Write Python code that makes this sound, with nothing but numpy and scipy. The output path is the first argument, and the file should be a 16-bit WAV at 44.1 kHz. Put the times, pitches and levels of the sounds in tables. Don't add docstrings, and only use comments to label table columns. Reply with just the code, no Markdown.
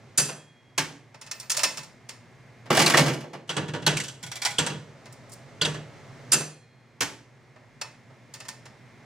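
import sys
import numpy as np
from scipy import signal
from scipy.fft import rfft, irfft, next_fast_len
from scipy.io import wavfile

SR = 44100
rng = np.random.default_rng(int(sys.argv[2]) if len(sys.argv) > 2 else 0)


def log_audio(samples):
    frames = np.atleast_2d(samples).T
    limited = np.clip(frames, -1, 1)
    pcm = np.round(limited * 32767).astype(np.int16)
    wavfile.write(sys.argv[1], SR, pcm)


N = 399105

# (time [s], clack level [dB], brightness [dB], low thump level [dB])
COIN_BLOWS = [(1.1428, -40, -11, -51), (1.2136, -33, -1, -58), (1.264, -37, -2, -55), (1.3127, -26, 0, -52),
              (1.3987, -35, 7, -51), (1.4268, -38, -6, -65), (1.4975, -21, 6, -58), (1.516, -22, 6, -60),
              (1.545, -26, -4, -50), (1.5681, -19, 6, -65), (1.5914, -18, -3, -54), (1.6335, -10.5, 1, -30),
              (1.7725, -24.5, 0, -29), (1.8306, -39, 3, -38), (2.0895, -30, 0, -42), (5.0565, -38, -8, -55),
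              (5.1246, -52, 13, -55), (5.2953, -55, 13, -58), (5.319, -48, 13, -55), (5.331, -51, 17, -58),
              (7.5605, -48, -18, -58), (7.8133, -24, -4, -57), (8.0992, -52, -20, -55),
              (8.3385, -33, 2, -50), (8.4018, -32, -3, -63), (8.4508, -39, -7, -62), (8.4837, -29, 1, -64),
              (8.655, -37.5, -6, -57)]
PULL_BLOWS = [(2.6572, -45, -6, -50), (2.7034, -17, -5, -21.5), (2.8165, -17, 4, -28),
              (2.8604, -14, 4, -31), (2.8982, -17, 2, -30), (2.938, -14.5, -3, -24), (2.9708, -11, 1, -29),
              (2.9894, -17, 2, -15), (3.061, -23, 0, -28.5), (3.0789, -23, -1, -24.5),
              (3.1315, -35, 2, -50), (3.205, -42, 1, -46), (3.2351, -46, -13, -44), (3.3327, -37, -6, -41)]
LEVER_BLOWS = [(3.477, -44, 0, -52), (3.493, -18.5, -2, -37), (3.5657, -16, -6, -25), (3.682, -31, -5, -32),
               (3.7357, -24, -7, -29), (3.7544, -31, -9, -31), (3.8211, -32, -4, -32),
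               (3.8647, -7.5, -0.5, -21), (4.584, -11, 1, -25), (4.664, -17, -1, -38),
               (4.6991, -31, -5, -29), (5.6138, -14, -0.5, -25), (5.6496, -16.5, -1, -28),
               (5.7429, -29, -6, -34.5)]
FINGER_BLOWS = [(.176, -13, 3, -34.5), (.181, -12, -1, -28), (.2872, -25, -12, -52), (6.32, -10.5, 0, -40),
                (6.331, -13, -4, -28.5), (6.402, -26, -12, -42)]
LATCH_BLOWS = [(.7791, -17, -1, -36), (7.0076, -18, 0, -38)]
HANDLE_RETURN_BLOWS = [(4.2283, -30, 2, -32), (4.2632, -35, 1, -49), (4.3156, -27.5, -1, -58),
                       (4.356, -29, 2, -47), (4.4184, -22, 0, -54), (4.4314, -28, 0, -57),
                       (4.4503, -13, 0, -48), (4.5057, -31, 4, -34)]
FIRST_TOOTH = (2.727, -23.5, 2, -31.5)
FIRST_JUDDER = (3.9685, -22, 7, -40)

# (frequency [Hz], width [Hz], level against the rest of the rattle [dB])
COIN_MODES = [(551, 48, 6), (620, 25, 8.5), (887, 14.6, 11.5), (1000, 14, 9.5), (1308, 74, 3),
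              (1795, 36, 6), (1813, 7.1, 10), (2064, 17, 9.5), (2457, 48, -1), (2583, 23.7, 11),
              (2776, 112, 3), (4440, 12, 8), (4280, 16, -20), (5350, 17, 11.5), (5430, 120, 2),
              (7200, 120, 9.5), (8730, 170, 8), (9463, 260, 7), (12020, 51, 0), (15180, 60, 16)]
PULL_MODES = [(352.6, 15, 7), (489.5, 10, 9.3), (553, 14, 5.8), (636, 105, 4), (673, 24, 3.5),
              (817, 18, 2.1), (875, 42, 4), (951, 13, 2), (1146, 33, 5), (1590, 27, 5), (1815, 16, 6.2),
              (1998, 18, 7.6), (2190, 24, 6), (2328, 60, 5), (2270, 58, 3.4), (2800, 43, 3.2),
              (2860, 87, 2.9), (2933, 94, 4.8), (3400, 88, 5), (4463, 49, 2.3), (10249, 33, 5.7),
              (13826, 39, 11)]
LEVER_MODES = [(301.3, 11, 5.2), (412.8, 76, 2.1), (476, 28, 6.4), (610, 37, 3.7), (830, 30, 4),
               (947, 12, 11), (1146, 15, 4), (1458, 25, 5.1), (1500, 62, 3.3), (1726, 21, 7.6),
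               (1920, 44, 4), (2647, 66, 1.4), (2727, 63, 7), (2965, 68, 7.6), (3100, 17, 4),
               (3313, 56, 4.7), (3318, 69, 5.2), (3430, 85, 2.5), (3550, 74, 2.1), (3910, 57, 5.4),
               (3830, 81, 3), (4430, 32, 2.2), (4604, 105, 4.51), (6000, 99, 8), (7596, 52, 8.4),
               (8050, 72, 4.5)]
FINGER_MODES = [(1314, 26, 6), (1540, 57, 4.1), (1744, 19, 7.4), (2509, 31, 6), (2615, 51, 12),
                (2757, 33, 6.1), (3468, 23, 2.1), (4220, 35, 6), (4635, 59, 6), (4701, 52, 7),
                (4871, 86, 7), (5100, 35, 8.6), (6010, 53, 7.1), (5940, 50, 12), (6170, 43, 11),
                (7000, 36, 2.6), (7013, 36, 11), (7100, 22.6, 5), (7197, 49, 5.8), (7406, 75, 13),
                (7640, 78, 5.4), (8600, 140, 12), (9380, 78, 14), (9430, 78, 7), (10290, 42, 8),
                (10318, 58, 9.4), (12300, 54, 8), (12430, 100, 7.4)]
LATCH_MODES = [(282, 16, 18), (396, 7.4, 5.2), (800, 11, 4), (890, 21, 9.4), (1118, 59, 7), (1340, 18, 5),
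               (1481, 16, 6.8), (1620, 30, 7.4), (1833, 33, 4.3), (2194, 33, 4.6), (2813, 16, 2.4),
               (3140, 37, 4.4), (3130, 33, 2.3), (5800, 72, 2.1)]
HANDLE_RETURN_MODES = [(630, 41, 6.5), (742, 100, 5.2), (824, 14, 15), (980, 24, 11), (1460, 21, 12),
                       (2013, 32, 9.7), (2190, 14, 9.1), (2250, 8.1, 4.2), (2333, 45, 12.3),
                       (3330, 61, 11.2), (4645, 34, 5.5), (5680, 65, 9), (7220, 85, 9.7), (8500, 39, 10)]
# (frequency [Hz], width [Hz], level [dB])
DRUM_MODES = [(408, 9, 6.5), (572, 10, 9), (670, 8.2, 9.5), (890, 12, 3)]

# (frequency [Hz], relative density [dB per Hz])
COIN_COLOUR = [(35, -77), (60, -46), (136, -13), (274, -13.5), (540, -5.5), (767, -3.5), (903, 0),
               (1200, 2), (2650, -0.5), (3420, -3), (5330, -0.5), (16000, -28.5)]
PULL_COLOUR = [(24, -73.5), (40, -35.5), (96, -18.5), (151, -3), (226, 4), (542, -3.5), (1070, -2.5),
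               (1180, -3), (2840, -9.5), (3830, -17), (4460, -16), (9940, -37), (16000, -51)]
LEVER_COLOUR = [(24, -67.5), (40, -39), (144, -1.5), (226, -9.5), (305, -8.5), (751, -14.5), (918, -13),
                (1020, -15), (1480, -12.5), (2150, -19.5), (3380, -19.5), (8130, -13), (11600, -27),
                (14100, -38), (16000, -41.5)]
FINGER_COLOUR = [(24, -71), (40, -42.5), (144, -5), (194, -7.5), (269, -4), (751, -13), (1760, -12.5),
                 (2210, -22.5), (2700, -19), (3740, -18), (6020, -14), (6490, -17.5), (7170, -12),
                 (14500, -24.5), (16000, -44)]
LATCH_COLOUR = [(24, -62), (40, -19), (137, 3), (220, -7), (297, -7), (422, -2), (733, -4.5), (873, -4),
                (1240, -7.5), (2210, -9), (4240, -20.5), (5580, -18.5), (16000, -45.5)]
HANDLE_RETURN_COLOUR = [(35, -69), (60, -57), (136, -7), (238, -22), (448, -13.5), (822, -7.5), (1170, -5),
                        (2250, -1), (2710, -8.5), (3340, -0.5), (4320, 2), (8710, 5), (16000, -13)]
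# (frequency [Hz], relative density [dB per Hz])
SPIN_COLOUR = [(24, -60), (40, -19.5), (91, -12), (124, 2.5), (176, -12.5), (382, -13.5), (412, -15),
               (516, -11), (680, -14.5), (1020, -20), (1090, -16.5), (2100, -26.5), (2700, -26.5),
               (6820, -31), (16000, -63)]
AIR_COLOUR = [(15, -51), (25, -13), (92, -19.5), (120, 3), (149, -10), (242, -9.5), (293, -17), (476, -11),
              (516, -23.5), (575, -15.5), (1260, -21.5), (2110, -23), (2690, -28.5), (6380, -35),
              (16000, -59)]

# (frequency [Hz], build-up time [s], relative tail level [dB], tail t60 [s])
SPREAD = [(60, 0.017, 0, .5), (150, 0.025, -3.5, 0.43), (400, 0.0055, -8, .55), (1200, 0.009, -12, 0.39),
          (3500, 0.0056, -12, 0.39), (7840, 0.0018, -11.5, 0.37), (15000, .002, -12, .27)]
# (frequency [Hz], correlation [-1 to 1])
LIKENESS = [(40, .2), (130, .92), (500, .86), (2000, .76), (6000, .68), (15000, .52)]
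REGISTERS_HZ = [80, 250, 1500, 5000, 16000]

# (time [s], frequency [Hz], relative level [dB])
CLANKS = [(.179, 7540, -16), (1.311, 5900, -25.5), (1.5, 9340, -23), (1.516, 5930, -18), (1.578, 600, -27),
          (1.634, 2170, -20.5), (2.702, 1210, -17), (2.772, 726, -6.5), (2.773, 1720, -14),
          (2.861, 4280, -8.5), (2.867, 2510, -16), (2.9385, 1864, -4.5), (2.945, 1183, -12.5),
          (3.492, 3120, -19), (3.566, 8400, -26), (3.864, 4090, -12), (3.865, 13400, -24),
          (3.868, 900, -14), (3.968, 2410, -20), (4.0, 2060, -24), (4.419, 4700, -26), (4.45, 5060, -17),
          (4.458, 860, -20), (4.583, 3170, -10.5), (4.584, 8100, -15), (4.663, 8500, -23),
          (5.612, 3255, -13), (5.622, 4440, -13.5), (5.649, 3540, -15), (6.317, 4980, -14.5)]
# (frequency [Hz], relative level [dB], t60 [s])
CABINET_MODES = [(96, -20, .4), (133.5, -4.5, .5), (151.85, 0, 0.53), (197, -11, 0.54),
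                 (299.6, -17.5, 0.27), (352, -14.5, 0.23), (485, -15.5, 0.15), (585, -10.5, 0.24)]
# (frequency [Hz], relative level [dB], t60 [s])
SPRING_MODES = [(1798, -49, .8), (2445, -60.5, 1.9), (3275, -65, 2.2), (4190, -67, 1.5), (7010, -40, .41)]
# (time [s], frequency of the spring struck hardest [Hz])
TWANGS = [(.177, 3275), (2.971, 4190), (6.32, 4190)]
# (time [s], frequency [Hz], level [dB])
ZINGS = [(1.313, 15300, -50), (1.399, 12050, -56), (1.6, 12000, -45), (2.704, 14000, -36.5),
         (2.97, 6560, -33), (2.99, 12600, -45)]
# (kick time [s], time the last reel stops [s])
SPINS = [(-2.3, .177), (3.865, 6.32)]
# (frequency [Hz], rms level before the slow gain and balance [dB])
HUM = [(120, -64), (240, -70), (360, -76), (1560, -81.5), (1680, -76), (1800, -75), (1920, -74.5),
       (2040, -72.5), (2100, -80.5), (2160, -71), (2280, -79.5), (2400, -76)]
# (time [s], level at that time on the rising line they sink to [dB])
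DIPS = [(.177, -4.5), (2.9, -4.5), (6.32, -4.5)]

EDGES_HZ = np.geomspace(28, 17000, 29)
CENTRES_HZ = np.sqrt(EDGES_HZ[1:] * EDGES_HZ[:-1])
BLOW_S = .55
CLANK_T60_S, ZING_T60_S = .065, .5
SPIN_UP_S, SPIN_STOP_T60_S = .04, .15
SPIN_DB = -54
AIR_DB = -53.5
OPENING_DB, SINK_S, RECOVERY_DB_PER_S = -1, .1, 2.8
CUTOFF_HZ = 16100


def works(noise):
    coins = rattle(COIN_BLOWS, COIN_COLOUR, noise, level_db=-3.2, body_db=-7, zing_db=-1,
                   t60=.07, tail_db=-4.0, lead_s=.001)
    pull = rattle(handle_blows(), PULL_COLOUR, noise, level_db=-1.0, body_db=-0.8, zing_db=-2.5,
                  t60=.11, tail_db=0.5, lead_s=.001)
    levers = rattle(lever_blows(), LEVER_COLOUR, noise, level_db=-1.7, body_db=-9, zing_db=-12,
                    t60=.09, tail_db=-0.5, lead_s=.001)
    fingers = rattle(FINGER_BLOWS, FINGER_COLOUR, noise, level_db=-3.0, body_db=-10, zing_db=-3,
                     t60=.09, tail_db=-1.5, lead_s=.001)
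    latch = rattle(LATCH_BLOWS, LATCH_COLOUR, noise, level_db=1.5, body_db=-12, zing_db=-2,
                   t60=.11, tail_db=0.14, lead_s=0.00162)
    handle_return = rattle(HANDLE_RETURN_BLOWS, HANDLE_RETURN_COLOUR, noise, level_db=1.0, body_db=-14,
                           zing_db=-10, t60=.085, tail_db=-3.5, lead_s=.001)
    out = resonate(coins, COIN_MODES) + resonate(pull, PULL_MODES)
    out += resonate(levers, LEVER_MODES) + resonate(fingers, FINGER_MODES)
    return out + resonate(latch, LATCH_MODES) + resonate(handle_return, HANDLE_RETURN_MODES)


def handle_blows():
    return PULL_BLOWS + run_of_blows(FIRST_TOOTH, gap_s=.0215, slowing=1, step_db=3.8, count=4)


def lever_blows():
    return LEVER_BLOWS + run_of_blows(FIRST_JUDDER, gap_s=.031, slowing=1.2, step_db=-3.0, count=4)


def run_of_blows(first, gap_s, slowing, step_db, count):
    s, clack_db, bright_db, thump_db = first
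    gaps = [gap_s * slowing ** k for k in range(count - 1)]
    times = s + np.cumsum([0] + gaps)
    return [(at, clack_db + k * step_db, bright_db, thump_db + k * step_db)
            for k, at in enumerate(times)]


def rattle(blows, colour, noise, level_db, body_db, zing_db, t60, tail_db, lead_s):
    out = np.zeros((2, N))
    t = np.arange(int(BLOW_S * SR), dtype=np.float32) / SR
    build_s, room_db, room_t60 = (c[:, None].astype(np.float32) for c in at_bands(SPREAD))
    swell = 1 - np.exp(-t / np.maximum(build_s, 1e-4))
    tail = (from_db(room_db + tail_db) * dying(t, room_t60)).astype(np.float32)
    shares = band_shares(colour)
    log_centres = np.log(CENTRES_HZ)
    edges = np.log(REGISTERS_HZ)
    register_centres = (edges[1:] + edges[:-1]) / 2
    usual_power = np.histogram(log_centres, edges, weights=shares)[0]
    usual_db = 10 * np.log10(usual_power)
    chances = rng.random(len(blows))
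    for (s, clack_db, bright_db, thump_db), chance in zip(blows, chances):
        body = clack_db + body_db - bright_db
        zing = clack_db + zing_db + bright_db
        registers_db = [thump_db, body, clack_db, zing]
        tilt_db = np.interp(log_centres, register_centres, registers_db - usual_db)
        gains = (np.sqrt(shares) * from_db(tilt_db + level_db)).astype(np.float32)
        direct = dying(t, t60).astype(np.float32) * chatter(t)
        envelope = gains[:, None] * swell * np.sqrt(direct ** 2 + tail ** 2)
        start = int(chance * (N - len(t)))
        excerpt = noise[:, :, start:start + len(t)]
        add(out, np.einsum("bt,bct->ct", envelope, excerpt), s - lead_s)
    return out


def chatter(t):
    knots = np.arange(0, BLOW_S, .0025)
    lumps_db = 2.4 * np.interp(t, knots, rng.standard_normal(len(knots)))
    return from_db(lumps_db).astype(np.float32)


def clanks(level_db, spread, build_s):
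    out = np.zeros((2, N))
    steps = np.linspace(-1, 1, 7)
    for s, hz, db in CLANKS:
        scatter = rng.uniform(-.15, .15, len(steps))
        pitches = hz * (1 + spread * (steps + scatter))
        cluster = sum(ring(pitch, CLANK_T60_S, build_s) for pitch in pitches)
        add(out, from_db(db + level_db) * cluster / np.sqrt(len(steps)), s)
    return out


def cabinet(level_db, build_s):
    out = np.zeros((2, N))
    for s, _, _, thump_db in handle_blows() + lever_blows() + FINGER_BLOWS + LATCH_BLOWS:
        for hz, db, t60 in CABINET_MODES:
            varied_db = thump_db + level_db + db + 2 * rng.standard_normal()
            add(out, from_db(varied_db) * ring(hz, t60, build_s), s)
    return out


def springs(split_hz, twin_db, hardest_db):
    out = np.zeros((2, N))
    notes = [(s, hz, db, ZING_T60_S) for s, hz, db in ZINGS]
    for s, struck_hz in TWANGS:
        hardest = np.argmin([abs(hz - struck_hz) for hz, _, _ in SPRING_MODES])
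        for k, (hz, db, t60) in enumerate(SPRING_MODES):
            notes.append((s, hz, db + hardest_db * (k == hardest), t60))
    for s, hz, db, t60 in notes:
        first_plane = ring(hz, t60, build_s=.004)
        second_plane = from_db(twin_db) * ring(hz + split_hz, t60, build_s=.004)
        add(out, from_db(db) * (first_plane + second_plane), s)
    return out


def reels(noise, wobble_hz, wobble_db):
    t = np.arange(N) / SR
    spinning = np.zeros(N)
    for kick, stop in SPINS:
        run_up = np.clip((t - kick) / SPIN_UP_S, 0, 1)
        spinning += run_up * dying(np.maximum(t - stop, 0), SPIN_STOP_T60_S)
    turn = np.sin(2 * np.pi * wobble_hz * t)
    friction = steady(SPIN_COLOUR, noise[:, :, ::-1])
    whirr = spinning * from_db(SPIN_DB + wobble_db * turn) * friction
    return sink_and_recover() * resonate(whirr, DRUM_MODES)


def background(noise):
    t = np.arange(N) / SR
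    hum = np.zeros(N)
    for hz, db in HUM:
        hum += np.sqrt(2) * from_db(db) * np.sin(2 * np.pi * (hz * t + rng.random()))
    air = from_db(AIR_DB) * steady(AIR_COLOUR, noise)
    return sink_and_recover() * (air + hum)


def sink_and_recover():
    t = np.arange(N) / SR
    db = OPENING_DB + RECOVERY_DB_PER_S * t
    for s, sunk_db in DIPS:
        rising_db = sunk_db + RECOVERY_DB_PER_S * (t - s)
        sinking = np.clip((t - s) / SINK_S, 0, 1)
        db = db + sinking * (rising_db - db)
    return from_db(db)


def ring(hz, t60, build_s):
    t = np.arange(int(np.clip(t60, .1, 1) * SR)) / SR
    swell = 1 - np.exp(-t / max(build_s, 1e-4))
    wave = dying(t, t60) * swell * np.sin(2 * np.pi * (hz * t + rng.random()))
    return np.array([wave, wave])


def resonate(x, modes):
    sections = []
    for hz, width_hz, boost_db in modes:
        w = 2 * np.pi * hz / SR
        damping = np.pi * max(width_hz, 1) / SR
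        zero = damping * from_db(boost_db)
        numerator = [1 + zero, -2 * np.cos(w), 1 - zero]
        denominator = [1 + damping, -2 * np.cos(w), 1 - damping]
        sections.append(np.array(numerator + denominator) / (1 + damping))
    return signal.sosfilt(sections, x + 1e-18)


def dying(t, t60):
    return np.exp(-np.log(1000) * t / np.maximum(t60, 1e-3))


def noise_bands(size):
    white = rng.standard_normal((2, 2, size + SR // 10))
    bands = []
    for k, alike in enumerate(np.clip(at_bands(LIKENESS)[0], -1, 1)):
        bandpass = signal.butter(2, EDGES_HZ[k:k + 2], "band", fs=SR, output="sos")
        both = signal.sosfilt(bandpass, white[k % 2])[:, -size:]
        mid, side = both / both.std(axis=1, keepdims=True)
        shared = np.sqrt((1 + alike) / 2) * mid
        opposed = np.sqrt((1 - alike) / 2) * np.array([side, -side])
        bands.append(shared + opposed)
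    return np.array(bands, dtype=np.float32)


def steady(colour, noise):
    weights = np.sqrt(band_shares(colour)).astype(np.float32)
    return np.einsum("b,bct->ct", weights, noise)


def band_shares(colour):
    power = from_db(at_bands(colour)[0]) ** 2 * np.diff(EDGES_HZ)
    return power / power.sum()


def at_bands(rows):
    hz, *columns = np.transpose(rows)
    return [np.interp(np.log(CENTRES_HZ), np.log(hz), c) for c in columns]


def from_db(db):
    return 10 ** (np.asarray(db) / 20)


def add(out, sound, s):
    start = max(round(s * SR), 0)
    out[:, start:start + sound.shape[1]] += sound[:, :N - start]


def place(x, right_db, lag_samples):
    size = next_fast_len(N + SR // 10)
    delay = np.exp(-2j * np.pi * lag_samples * np.arange(size // 2 + 1) / size)
    late = irfft(rfft(x[0], size) * delay, size)[:N]
    return np.array([late * from_db(-right_db / 2), x[1] * from_db(right_db / 2)])


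def scene():
    noise = noise_bands(size=N)
    machine = works(noise)
    machine += clanks(level_db=-2.0, spread=.09, build_s=0.00089)
    machine += cabinet(level_db=-2.7, build_s=0.0067)
    machine += springs(split_hz=11, twin_db=-10, hardest_db=11)
    machine += reels(noise, wobble_hz=8.5, wobble_db=-0.5)
    balance = from_db([[-.4], [.4]])
    return place(machine, right_db=1.3, lag_samples=1.0) + background(noise) * balance


def record(dry):
    thin = signal.sosfilt(signal.butter(2, 45, "high", fs=SR, output="sos"), dry)
    rounded = .8 * np.tanh(thin / .8)
    steep = signal.ellip(10, .2, 80, CUTOFF_HZ, fs=SR, output="sos")
    return signal.sosfilt(steep, rounded)


dry = scene()
out = record(dry)
log_audio(out)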